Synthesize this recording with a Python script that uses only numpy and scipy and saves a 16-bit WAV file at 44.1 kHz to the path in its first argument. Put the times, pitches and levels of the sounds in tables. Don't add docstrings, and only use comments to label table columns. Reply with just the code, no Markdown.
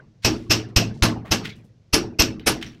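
import sys
import numpy as np
from scipy import signal
from scipy.fft import rfft, irfft
from scipy.io import wavfile
from scipy.ndimage import uniform_filter1d

SR = 44100
rng = np.random.default_rng(int(sys.argv[2]) if len(sys.argv) > 2 else 0)


def dump_mix(stems):
    frames = np.atleast_2d(stems).T
    limited = np.clip(frames, -1, 1)
    pcm = np.round(limited * 32767).astype(np.int16)
    wavfile.write(sys.argv[1], SR, pcm)


N = 123480
T = np.arange(SR) / SR
HZ = np.fft.rfftfreq(SR, 1 / SR)
MIX_HZ = np.fft.rfftfreq(N, 1 / SR)

# f/Hz, relative density/dB per Hz
CRUNCH_SPECTRUM = [(40, 0.5), (150, 4.5), (350, 2), (600, 4.5), (1300, 1.5), (2000, 0.5), (2800, 4.5),
                   (3600, -0.5), (4500, 2.5), (6200, -1), (7200, -8), (8400, -9.5), (9000, -20.5),
                   (10600, -25), (11600, -19), (13300, -25), (14300, -19), (16000, -34)]
# f/Hz, t60/s
ROOM_T60 = [(60, 0.62), (160, 1), (350, 0.94), (600, 0.55), (1200, 0.42), (3000, 0.28), (6000, 0.25),
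            (8500, 0.076), (15000, .16)]


def amp(db):
    return 10 ** (np.asarray(db) / 20)


def unit(x):
    return x / np.sqrt(np.mean(x ** 2) + 1e-20)


def read(points, hz):
    f, value = np.transpose(points)
    return np.interp(np.log(hz + 1), np.log(f + 1), value)


def hump(hz, centre_hz, octaves):
    return np.exp(-(np.log2((hz + 1) / centre_hz) / octaves) ** 2)


def add(mix, start_s, sound):
    part = mix[max(round(start_s * SR), 0):][:len(sound)]
    part += sound[:len(part)]


def envelope(rise_s, t60_s, hold_s=0):
    rise_s = max(rise_s, 1e-4)
    build_up = np.minimum(T / rise_s, 1) ** 2
    decay_s = np.maximum(T - rise_s - hold_s, 0)
    return build_up * amp(-60 * decay_s / t60_s)


def colour(x, gain):
    padded_gain = np.repeat(gain, 2)[:SR + 1]
    return irfft(rfft(x, 2 * SR) * padded_gain)[:SR]


def grains(grit):
    grain_s = 0.00053
    clumps = unit(uniform_filter1d(rng.standard_normal(SR), max(int(grain_s * SR), 1)))
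    return unit(rng.standard_normal(SR) * np.exp(grit * clumps))


def ring(hz, width_hz, shape):
    band = np.exp(-2 * ((HZ - hz) / width_hz) ** 2)
    x = irfft(rfft(rng.standard_normal(SR)) * band) * shape
    return unit(x) * np.sqrt(np.mean(shape ** 2))


def masonry(rise_s, body_db, tail_db):
    # f/Hz, width/Hz, level/dB before body_db, t60/s
    brick_modes = [(1198, 28, -17, .2), (1500, 90, -17.5, 0.19), (1706, 30, -19.5, .2)]
    grit, crunch_t60_s, crunch_hold_s = 0.23, 0.18, 0.0074
    body_edge_hz = 1780

    body_gain = amp(body_db / (1 + (HZ / body_edge_hz) ** 4))
    gain = unit(amp(read(CRUNCH_SPECTRUM, HZ))) * body_gain
    burst = colour(grains(grit), gain) * envelope(rise_s, crunch_t60_s, crunch_hold_s)
    clink = sum(amp(body_db + db) * ring(hz, width_hz, envelope(rise_s, t60_s))
                for hz, width_hz, db, t60_s in brick_modes)
    tail = room_tail(gain) * np.minimum(T / (rise_s + 0.019), 1) ** 2
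    return burst + clink + amp(tail_db) * tail


def fracture(db, hz):
    rise_s, t60_s, octaves, body_db = 0.0005, 0.014, 0.65, -5.5
    gain = unit(hump(HZ, hz, octaves) + amp(body_db + read(CRUNCH_SPECTRUM, HZ)))
    return amp(db) * colour(rng.standard_normal(SR), gain) * envelope(rise_s, t60_s)


def chisel(rise_s, ring_db, clang_hz, clang_db, ping_db, shimmer_db):
    # f/Hz, width/Hz, level/dB before ring_db, t60/s
    steel_modes = [(2586, 110, -5.5, 0.078), (2728, 50, -8, 0.15), (2840, 50, -12.5, 0.067),
                   (3052, 80, -17, .18), (4340, 160, -12, 0.049), (5105, 140, -3, 0.13),
                   (5390, 200, -2.5, 0.081), (5594, 280, -3, 0.18), (6010, 82, -8.5, 0.061),
                   (6200, 100, -11, 0.09), (8120, 40, -15.5, 0.066)]
    hold_s = 0.0064
    linger_db, linger_width_hz, linger_delay_s = -14, 45, 0.0067
    linger_share = 0.86

    modes = [(hz, width_hz, ring_db + db, t60_s) for hz, width_hz, db, t60_s in steel_modes]
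    modes += [(clang_hz, 200, clang_db, 0.087), (9790, 200, ping_db, 0.11),
              (11960, 880, shimmer_db, 0.11)]
    near, far = 0, 0
    for hz, width_hz, db, t60_s in modes:
        near = near + amp(db) * ring(hz, width_hz, envelope(rise_s, t60_s, hold_s))
        far_shape = envelope(rise_s + linger_delay_s, linger_share * read(ROOM_T60, hz))
        far = far + amp(db) * ring(hz, linger_width_hz, far_shape)
    return near + amp(linger_db) * far


def wall(delay_s, thump_db, hum_db):
    # f/Hz, level/dB before hum_db, t60/s
    wall_modes = [(112.64, -1.5, .62), (92, -3, 0.23)]
    thump_s, hum_rise_s = 0.0035, 0.0098
    u = (T - delay_s) / thump_s
    thump = u * np.exp((1 - u ** 2) / 2) * np.minimum(T / 0.002, 1)
    hum = sum(amp(db) * np.sin(2 * np.pi * hz * (T - delay_s)) * envelope(hum_rise_s, t60_s)
              for hz, db, t60_s in wall_modes)
    return amp(thump_db) * thump + amp(hum_db) * hum


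def boom(centre_hz):
    # f/Hz, width/Hz, level/dB at the centre pitch, t60/s
    room_modes = [(48, 30, -19.5, 0.99), (72.4, 72, -7.5, 0.77), (123.7, 49, -8.5, 1), (169, 88, -6, 0.74),
                  (210.3, 24, -8.5, 0.5), (242.2, 23, -8.5, 0.55), (271.5, 17, -12, 0.57),
                  (316, 22, -5, 0.51), (352, 30, -7, 0.49), (423.6, 44, -7.5, 0.48), (552, 29, -14, .4),
                  (645, 30, -8, 0.22)]
    rise_s, octaves, edge_db = 0.017, 0.75, -9.5
    total = 0
    for hz, width_hz, db, t60_s in room_modes:
        drive_db = edge_db * (1 - hump(hz, centre_hz, octaves))
        total = total + amp(db + drive_db) * ring(hz, width_hz, envelope(rise_s, t60_s))
    return total


def room_tail(gain):
    patch_db = 6.5
    hz, t, z = signal.stft(colour(rng.standard_normal(SR), gain), SR, nperseg=256)
    patches = unit(uniform_filter1d(rng.standard_normal(z.shape), size=9, axis=1))
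    decay_db = -60 * t / read(ROOM_T60, hz)[:, None]
    z = z * amp(patch_db * patches + decay_db)
    return signal.istft(z, SR, nperseg=256)[1][:SR]


def chip(db, rise_s, t60_s, hz, octaves, grit):
    fizz_db, room_db = -30.5, -17
    gain = unit(hump(HZ, hz, octaves) + amp(fizz_db))
    direct = colour(grains(grit), gain) * envelope(rise_s, t60_s)
    tail = room_tail(gain) * np.minimum(T / 0.005, 1)
    return amp(db) * (direct + amp(room_db) * tail)


def lingering():
    boom_db, boom_hz, tail_db = -47.5, 120, -61
    tail = room_tail(unit(hump(HZ, 720, 1.6)))
    return amp(boom_db) * boom(boom_hz) + amp(tail_db) * tail


def air():
    # f/Hz, relative density/dB per Hz
    air_spectrum = [(25, -8), (60, -2.5), (115, 10), (250, -7), (500, -14.5), (1000, -25.5), (3000, -28.5),
                    (6000, -29.5), (9000, -47), (16000, -58)]
    rms_db = -56
    noise = irfft(rfft(rng.standard_normal(N)) * amp(read(air_spectrum, MIX_HZ)), N)
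    return amp(rms_db) * unit(noise)


def widen(mid):
    # f/Hz, side share/ratio
    side_share = [(2800, 0), (5000, 0), (9000, 0.046), (15000, .38)]
    drift = unit(uniform_filter1d(rng.standard_normal(N), size=300))
    side = irfft(1j * rfft(mid * drift) * read(side_share, MIX_HZ), N)
    return np.array([mid + side, mid - side])


def scene():
    # t/s, crunch build-up/s, crunch level/dB, brick body/dB, chisel ring/dB, clang f/Hz,
    # clang/dB, thin ping/dB, top shimmer/dB, reverberation/dB before crunch level, thump delay/s,
    # thump/dB, wall hum/dB, room boom/dB, boom centre f/Hz
    blows = [ (0.244, 0.0042, -17, -2, -20, 5740, -32, -43.5, -34, -9.5, 0.0071, -23.5, -23, -19, 295),
             (0.495, 0.016, -15, -4.5, -19, 5170, -21.5, -43.5, -32.5, -6, 0.0049, -22.5, -20, -22, 297),
             (0.758, 0.0077, -14.5, -4.5, -20.5, 2680, -23.5, -50.5, -31.5, -8.5, 0.012, -12.5, -16.5, -19, 202),
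             (1.020, 0.013, -18, 3.5, -29, 4200, -26.5, -29.5, -34.5, -8, 0.0083, -12.5, -18.5, -17.5, 237),
             (1.306, 0.012, -18, -1.5, -24, 6200, -26, -37.5, -34, -8.5, 0.0087, -23.5, -25, -22, 224),
             (1.925, 0.013, -17, 1, -19.5, 4650, -24.5, -26, -30.5, -10, .014, -19, -27.5, -19, 357),
             (2.185, 0.013, -14, -4.5, -17.5, 2663, -22, -63, -25.5, -11, 0.018, -14, -24.5, -19, 268.5),
             (2.458, 0.015, -16.5, 3, -25, 8190, -26, -25, -28, -14, 0.0092, -30, -50.5, -21.5, 311)]
    # t/s, level/dB, centre f/Hz
    fractures = [(.247, -35, 4000), (.7625, -10, 5040), (0.771, -24.5, 9000), (1.024, -7, 3540),
                 (1.942, -6.5, 5000), (2.191, -14.5, 3560), (2.221, -8.5, 5150), (2.478, -8.5, 2570)]
    # t/s, level/dB, build-up/s, t60/s, centre f/Hz, width/octaves, grit/0-1
    chips = [(0.22, -40.5, 0.019, 0.6, 2780, 1.26, .3), (.600, -66, .002, 0.046, 3000, 1.7, .6),
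             (0.685, -55.5, 0.0032, .1, 2950, 0.99, .5), (0.936, -57.5, 0.01, 0.46, 4470, 0.73, .8),
             (1.246, -43.5, .012, 0.34, 1170, 1.34, .4), (1.433, -33, 0.02, 0.14, 2220, 1.15, .5),
             (1.454, -26, 0.0016, 0.031, 2470, 0.72, .7), (1.489, -40.5, 0.0046, 0.14, 3200, 0.75, .5),
             (1.553, -62, 0.0038, 0.23, 4000, 1.4, .7), (1.638, -66, .008, 0.14, 4600, 1.6, .8),
             (2.396, -34, 0.00032, 0.011, 2400, 0.75, 0), (2.611, -39.5, 0.0014, 0.38, 2320, 1.1, .5),
             (2.625, -30, 0.00062, 0.042, 2380, 1.18, .6), (2.659, -47, 0.0045, 0.16, 5640, 0.11, .3),
             (2.749, -57, 0.000492, 0.035, 2970, 0.28, 0.06)]

    mid = air()
    add(mid, 0, lingering())
    for (start_s, rise_s, crunch_db, body_db, ring_db, clang_hz, clang_db, ping_db, shimmer_db,
         tail_db, delay_s, thump_db, hum_db, boom_db, boom_hz) in blows:
        add(mid, start_s, amp(crunch_db) * masonry(rise_s, body_db, tail_db))
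        add(mid, start_s, chisel(rise_s, ring_db, clang_hz, clang_db, ping_db, shimmer_db))
        add(mid, start_s, wall(delay_s, thump_db, hum_db))
        add(mid, start_s, amp(boom_db) * boom(boom_hz))
    for start_s, *settings in fractures:
        add(mid, start_s, fracture(*settings))
    for start_s, *settings in chips:
        add(mid, start_s, chip(*settings))
    return widen(mid)


def record(dry):
    peak_limit, edge_hz = 0.92, 16000
    held = dry / (1 + (dry / peak_limit) ** 6) ** (1 / 6)
    low_pass = signal.firwin(255, edge_hz, window=("kaiser", 9), fs=SR)
    return signal.oaconvolve(held, low_pass[None], "same")


dry = scene()
out = record(dry)
dump_mix(out)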